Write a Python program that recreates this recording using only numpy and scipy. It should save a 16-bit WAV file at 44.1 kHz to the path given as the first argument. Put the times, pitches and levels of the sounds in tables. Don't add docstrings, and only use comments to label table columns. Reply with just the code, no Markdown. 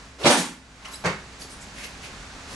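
import sys
import numpy as np
from scipy import signal
from scipy.io import wavfile
from scipy.ndimage import uniform_filter1d

SR = 44100
rng = np.random.default_rng(int(sys.argv[2]) if len(sys.argv) > 2 else 0)


def dump_mix(stems):
    frames = np.atleast_2d(stems).T
    limited = np.clip(frames, -1, 1)
    pcm = np.round(limited * 32767).astype(np.int16)
    wavfile.write(sys.argv[1], SR, pcm)


N = 112454
TIME_S = np.arange(N) / SR

# (frequency [Hz], t60 [s])
ROOM_DECAY = [(80, 0.13), (200, 0.46), (600, 0.28), (2000, 0.4), (6000, 0.33)]
# (frequency [Hz], gain [dB])
SIDE_EQ = [(30, -14), (150, -18.5), (370, -13.5), (750, -9.5), (1400, -5.5), (2700, -.5), (5000, -5.5),
           (10000, -7)]
# (frequency [Hz], left minus right [dB])
BALANCE = [(700, -0.3), (1400, -0.5), (2300, -3.5), (5000, -0.5)]
# (frequency [Hz], gain [dB])
WASH_EQ = [(15, -16), (30, -1.5), (204, -1), (300, -8.5), (1550, -8.5), (3170, -15.5), (4420, -15),
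           (7190, -18), (11400, -32), (22000, -100)]
# (time [s], level [dB])
WASH_LEVELS = [(0, -45), (.18, -49), (.7, -46.5), (1.7, -43), (2.55, -40.5)]
# (frequency [Hz], level [dB])
HUM_TONES = [(57, -49.5), (268, -56)]
# (start [s], length [s], gain [dB], resonance [Hz], resonance gain [dB])
SCUFF_STROKES = [(0.18, 0.098, -45.5, 450, 14), (0.787, 0.18, -53.5, 1070, 21),
                 (0.845, 0.023, -47.5, 2390, 8), (0.905, 0.055, -49, 11400, -9),
                 (1.386, 0.068, -50, 10800, -14), (1.49, 0.059, -53.5, 9000, -5),
                 (1.597, 0.052, -55, 7600, 0), (1.736, 0.14, -51.5, 2240, 1),
                 (1.83, 0.029, -44.5, 2450, -0.5), (2.014, 0.067, -51, 2350, 3), (2.46, 0.17, -51, 510, -2)]
# (frequency [Hz], gain [dB])
SCUFF_EQ = [(80, -53), (300, 6), (1200, 0), (3500, 1), (5500, 5), (9000, -0.5), (11500, -2)]
# (start [s], length [s], gain [dB], resonance [Hz])
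GRINDS = [(0.228, 0.039, -32, 3360), (0.251, 0.033, -15.5, 2370), (0.248, 0.063, -15, 4670)]
# (start [s], length [s], first pitch [Hz], last pitch [Hz], gain [dB])
BOOM_GLIDES = [(.24, 0.069, 117, 176, -16.5), (.29, 0.031, 223, 260, -9.5), (.33, 0.059, 289.6, 264, -16),
               (.374, 0.052, 204, 155, -17), (.45, 0.102, 206.3, 164, -39),
               (1.042, 0.076, 173.7, 176, -24.5)]
# (time [s], ring gain [dB], clatter gain [dB], clatter decay [s], treble [dB])
BIKE_BLOWS = [(.244, -25, -7, 0.02, -5.5), (.255, -13, 5, 0.011, -9), (0.2636, -15, 4, 0.016, -1.5),
              (0.301, -11, 3, 0.016, 3.5), (.322, -39, -3.5, 0.024, -0.5), (.371, -33, -8.5, 0.023, 9)]
# (frequency [Hz], gain [dB], t60 [s])
FRAME_MODES = [(233, -4, 0.48), (271, -5.5, 0.33), (360.8, -3, 0.33), (506.4, 2, 0.14), (581, 5, 0.12),
               (766, -2.5, 0.26), (842, -2, 0.36), (934, -9, 0.37), (1390, -12.5, 0.39), (2364, -4.5, 0.39)]
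# (frequency [Hz], gain [dB])
CLATTER_EQ = [(70, -32), (125, -11), (300, 8), (700, 7.5), (1100, 6), (2400, -2), (5000, -3.5),
              (9000, -5.5), (11500, -12.5)]
# (start [s], length [s], first pitch [Hz], last pitch [Hz], gain [dB], octave [dB])
SQUEAK_GLIDES = [(.851, .016, 2880, 3050, -39, -9), (.934, .019, 3850, 4100, -38.5, 2),
                 (.952, .013, 4200, 5750, -38.5, -1)]
# (time [s], ring [Hz], t60 [s], gain [dB])
TAP_CONTACTS = [(0.8823, 1090, 0.021, -28.5), (1.418, 4535, 0.037, -31), (1.446, 395, 0.041, -37.5),
                (1.783, 1910, 0.017, -31.5)]
# (time [s], gain [dB], treble [dB])
KNOCK_BOUNCES = [(1.0394, -16.5, 1), (1.0472, -9, -5.5), (1.0549, -12, 7), (1.0637, -13.5, -1.5),
                 (1.072, -15.5, -8), (1.0796, -18, -5.5)]
# (frequency [Hz], gain [dB])
KNOCK_EQ = [(50, -24), (110, 4.5), (250, 2), (420, 6), (1300, 4.5), (3500, -9), (6500, -12), (9000, -22.5),
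            (11500, -33)]
# (frequency [Hz], gain [dB], t60 [s])
STOP_MODE = (640, -2.4, 0.0066)


def amp(db):
    return 10 ** (np.asarray(db) / 20)


def unit_rms(x):
    return x / np.sqrt(np.mean(x ** 2) + 1e-20)


def lookup(table, hz):
    table_hz, values = np.transpose(table)
    return np.interp(np.log(hz + 1), np.log(table_hz + 1), values)


def add(mix, start_s, sound):
    part = mix[max(round(start_s * SR), 0):][:len(sound)]
    part += sound[:len(part)]


def equalize(x, eq, size=4096):
    log_gain = np.log(amp(lookup(eq, abs(np.fft.fftfreq(size, 1 / SR)))))
    impulse = np.fft.ifft(np.exp(np.conj(signal.hilbert(log_gain)))).real[:size // 2]
    return signal.fftconvolve(x, impulse)[:len(x)]


def resonate(x, hz, width_hz):
    return signal.lfilter(*signal.iirpeak(hz, hz / width_hz, SR), x)


def drift(n, rate_hz):
    return np.interp(np.arange(n) * rate_hz / SR, np.arange(4096), rng.standard_normal(4096))


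def arch(n):
    return np.sin(np.linspace(0, np.pi, n))


def grains(spread_db, size=16384):
    grain_db = spread_db * np.minimum(rng.exponential(1, size // 32), 4)
    return unit_rms(rng.standard_normal(size) * np.repeat(amp(grain_db), 32))


def burst(decay_s, spread_db, rise_s=0.0011):
    noise = grains(spread_db)
    t = TIME_S[:len(noise)]
    chatter = noise * np.exp(-t / decay_s) * (1 - np.exp(-t / rise_s))
    return chatter / np.linalg.norm(chatter)


def ring(hz, db, t60_s, rise_s):
    t = TIME_S[:SR]
    envelope = amp(db - 60 * t / t60_s) * (1 - np.exp(-t / rise_s))
    return envelope * np.sin(2 * np.pi * hz * t)


def stereo(mid, side):
    side = equalize(side, SIDE_EQ)
    return np.array([equalize(mid + sign * side, [(hz, sign * db / 2) for hz, db in BALANCE])
                     for sign in (1, -1)])


def reflections(size=32768, rate_hz=4000, predelay_s=0.003):
    echoes = rng.standard_normal(size) * (rng.random(size) < rate_hz / SR)
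    echoes *= np.arange(size) > predelay_s * SR
    hz, t, spectrum = signal.stft(echoes, SR, nperseg=256)
    decay = amp(-60 * t / lookup(ROOM_DECAY, hz)[:, None])
    tail = signal.istft(spectrum * decay, SR, nperseg=256)[1]
    return tail / np.linalg.norm(tail)


def reverb(x, count=3, rotation_hz=25):
    phase = 2 * np.pi * rotation_hz * TIME_S
    feeds = [x * np.cos(phase + np.pi * k / count) for k in range(count)]
    return sum(signal.oaconvolve(feed, reflections())[:N] for feed in feeds) * np.sqrt(2 / count)


def room(x, direct_db, wet_db, side_db=0):
    scatter = rng.standard_normal(256)
    scattered = signal.oaconvolve(x, scatter / np.linalg.norm(scatter))[:N]
    side = amp(direct_db) * scattered + amp(wet_db) * reverb(x)
    mid = amp(direct_db) * x + amp(wet_db) * reverb(x)
    return stereo(mid, amp(side_db) * side)


def room_tone():
    mid, side = [equalize(rng.standard_normal(N), WASH_EQ) for _ in range(2)]
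    wash_db = np.interp(TIME_S, *np.transpose(WASH_LEVELS)) + 0.5 * drift(N, rate_hz=10)
    hum = np.zeros(N)
    for hz, db in HUM_TONES:
        flutter = 1 + 0.17 * drift(N, rate_hz=8.7)
        waver_rad = 1.8 * drift(N, rate_hz=12)
        hum += amp(db) * flutter * np.sin(2 * np.pi * hz * TIME_S + waver_rad)
    return amp(wash_db) * unit_rms(stereo(mid, side)) + hum


def scuffs():
    out = np.zeros(N)
    for start_s, length_s, db, hz, peak_db in SCUFF_STROKES:
        noise = grains(spread_db=0)
        peak = 3 * amp(peak_db) * resonate(noise, hz, width_hz=870)
        stroke = unit_rms(noise + peak)[:int(length_s * SR)]
        add(out, start_s, amp(db) * stroke * arch(len(stroke)))
    return room(equalize(out, SCUFF_EQ), direct_db=7.5, wet_db=6.5)


def grinds(q=1.3, pan_db=2.5):
    out = np.zeros(N)
    for start_s, length_s, db, hz in GRINDS:
        noise = resonate(grains(spread_db=1), hz, hz / q)
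        stroke = unit_rms(resonate(noise, hz, hz / q)[:int(length_s * SR)])
        add(out, start_s, amp(db) * stroke * arch(len(stroke)))
    return room(out, direct_db=-2.5, wet_db=-6.5, side_db=7.5) * amp([[-pan_db], [pan_db]])


def booms():
    out = np.zeros(N)
    for start_s, length_s, first_hz, last_hz, db in BOOM_GLIDES:
        n = int(length_s * SR)
        phase = 2 * np.pi * np.cumsum(np.linspace(first_hz, last_hz, n)) / SR
        add(out, start_s, amp(db) * arch(n) * np.sin(phase))
    return room(out, direct_db=0, wet_db=-10)


def thump():
    frame, clatter = np.zeros(N), np.zeros(N)
    modes = sum(ring(*mode, rise_s=0.00089) for mode in FRAME_MODES)
    for time_s, ring_db, clatter_db, decay_s, treble_db in BIKE_BLOWS:
        add(frame, time_s, amp(ring_db) * modes)
        rattle = equalize(burst(decay_s, spread_db=0.5), [(1200, 0), (6000, treble_db)])
        add(clatter, time_s, amp(clatter_db) * rattle)
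    clatter = equalize(clatter, CLATTER_EQ)
    return room(frame, direct_db=0, wet_db=-8.5) + room(clatter, direct_db=15.5, wet_db=21, side_db=-1)


def squeaks(jitter=0.022):
    out = np.zeros(N)
    for start_s, length_s, first_hz, last_hz, db, octave_db in SQUEAK_GLIDES:
        n = int(length_s * SR)
        pitch_hz = np.linspace(first_hz, last_hz, n) * (1 + jitter * drift(n, rate_hz=830))
        phase = 2 * np.pi * np.cumsum(pitch_hz) / SR
        tone = np.sin(phase) + amp(octave_db) * np.sin(2 * phase)
        add(out, start_s, amp(db) * arch(n) * tone)
    return room(out, direct_db=0, wet_db=-6)


def taps(click_gain_db=10):
    out = np.zeros(N)
    for time_s, hz, t60_s, db in TAP_CONTACTS:
        add(out, time_s, ring(hz, db, t60_s, rise_s=0.00067))
        add(out, time_s, amp(db + click_gain_db) * burst(decay_s=0.0028, spread_db=7))
    return room(out, direct_db=0, wet_db=-4)


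def knock():
    chatter, thuds = np.zeros(N), np.zeros(N)
    for time_s, db, treble_db in KNOCK_BOUNCES:
        contact = equalize(burst(decay_s=0.0069, spread_db=4.5), [(1500, 0), (5000, treble_db)])
        add(chatter, time_s, amp(db) * contact)
        add(thuds, time_s, amp(db) * ring(*STOP_MODE, rise_s=0.00025))
    chatter = equalize(chatter, KNOCK_EQ)
    return room(chatter, direct_db=17.5, wet_db=20) + room(thuds, direct_db=-1, wet_db=-2)


def scene():
    return thump() + grinds() + booms() + knock() + taps() + scuffs() + squeaks() + room_tone()


def record(dry, threshold_db=-19, duck_db_per_db=0.56, hold_fall_db_per_s=23.5, cutoff_hz=11570):
    power = abs(uniform_filter1d((dry ** 2).mean(0), size=500))
    power_db = 10 * np.log10(power + 1e-12)
    fall_db = TIME_S * hold_fall_db_per_s
    held_db = np.maximum.accumulate(power_db + fall_db) - fall_db
    over_db = np.maximum(held_db - threshold_db, 0)
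    duck_db = duck_db_per_db * uniform_filter1d(over_db, size=200)
    clipped = np.clip(dry / amp(duck_db), -1, 1)
    lowpass = signal.firwin(801, cutoff_hz, window=("kaiser", 9), fs=SR)
    return signal.oaconvolve(clipped, lowpass[None], "same")


dry = scene()
out = record(dry)
dump_mix(out)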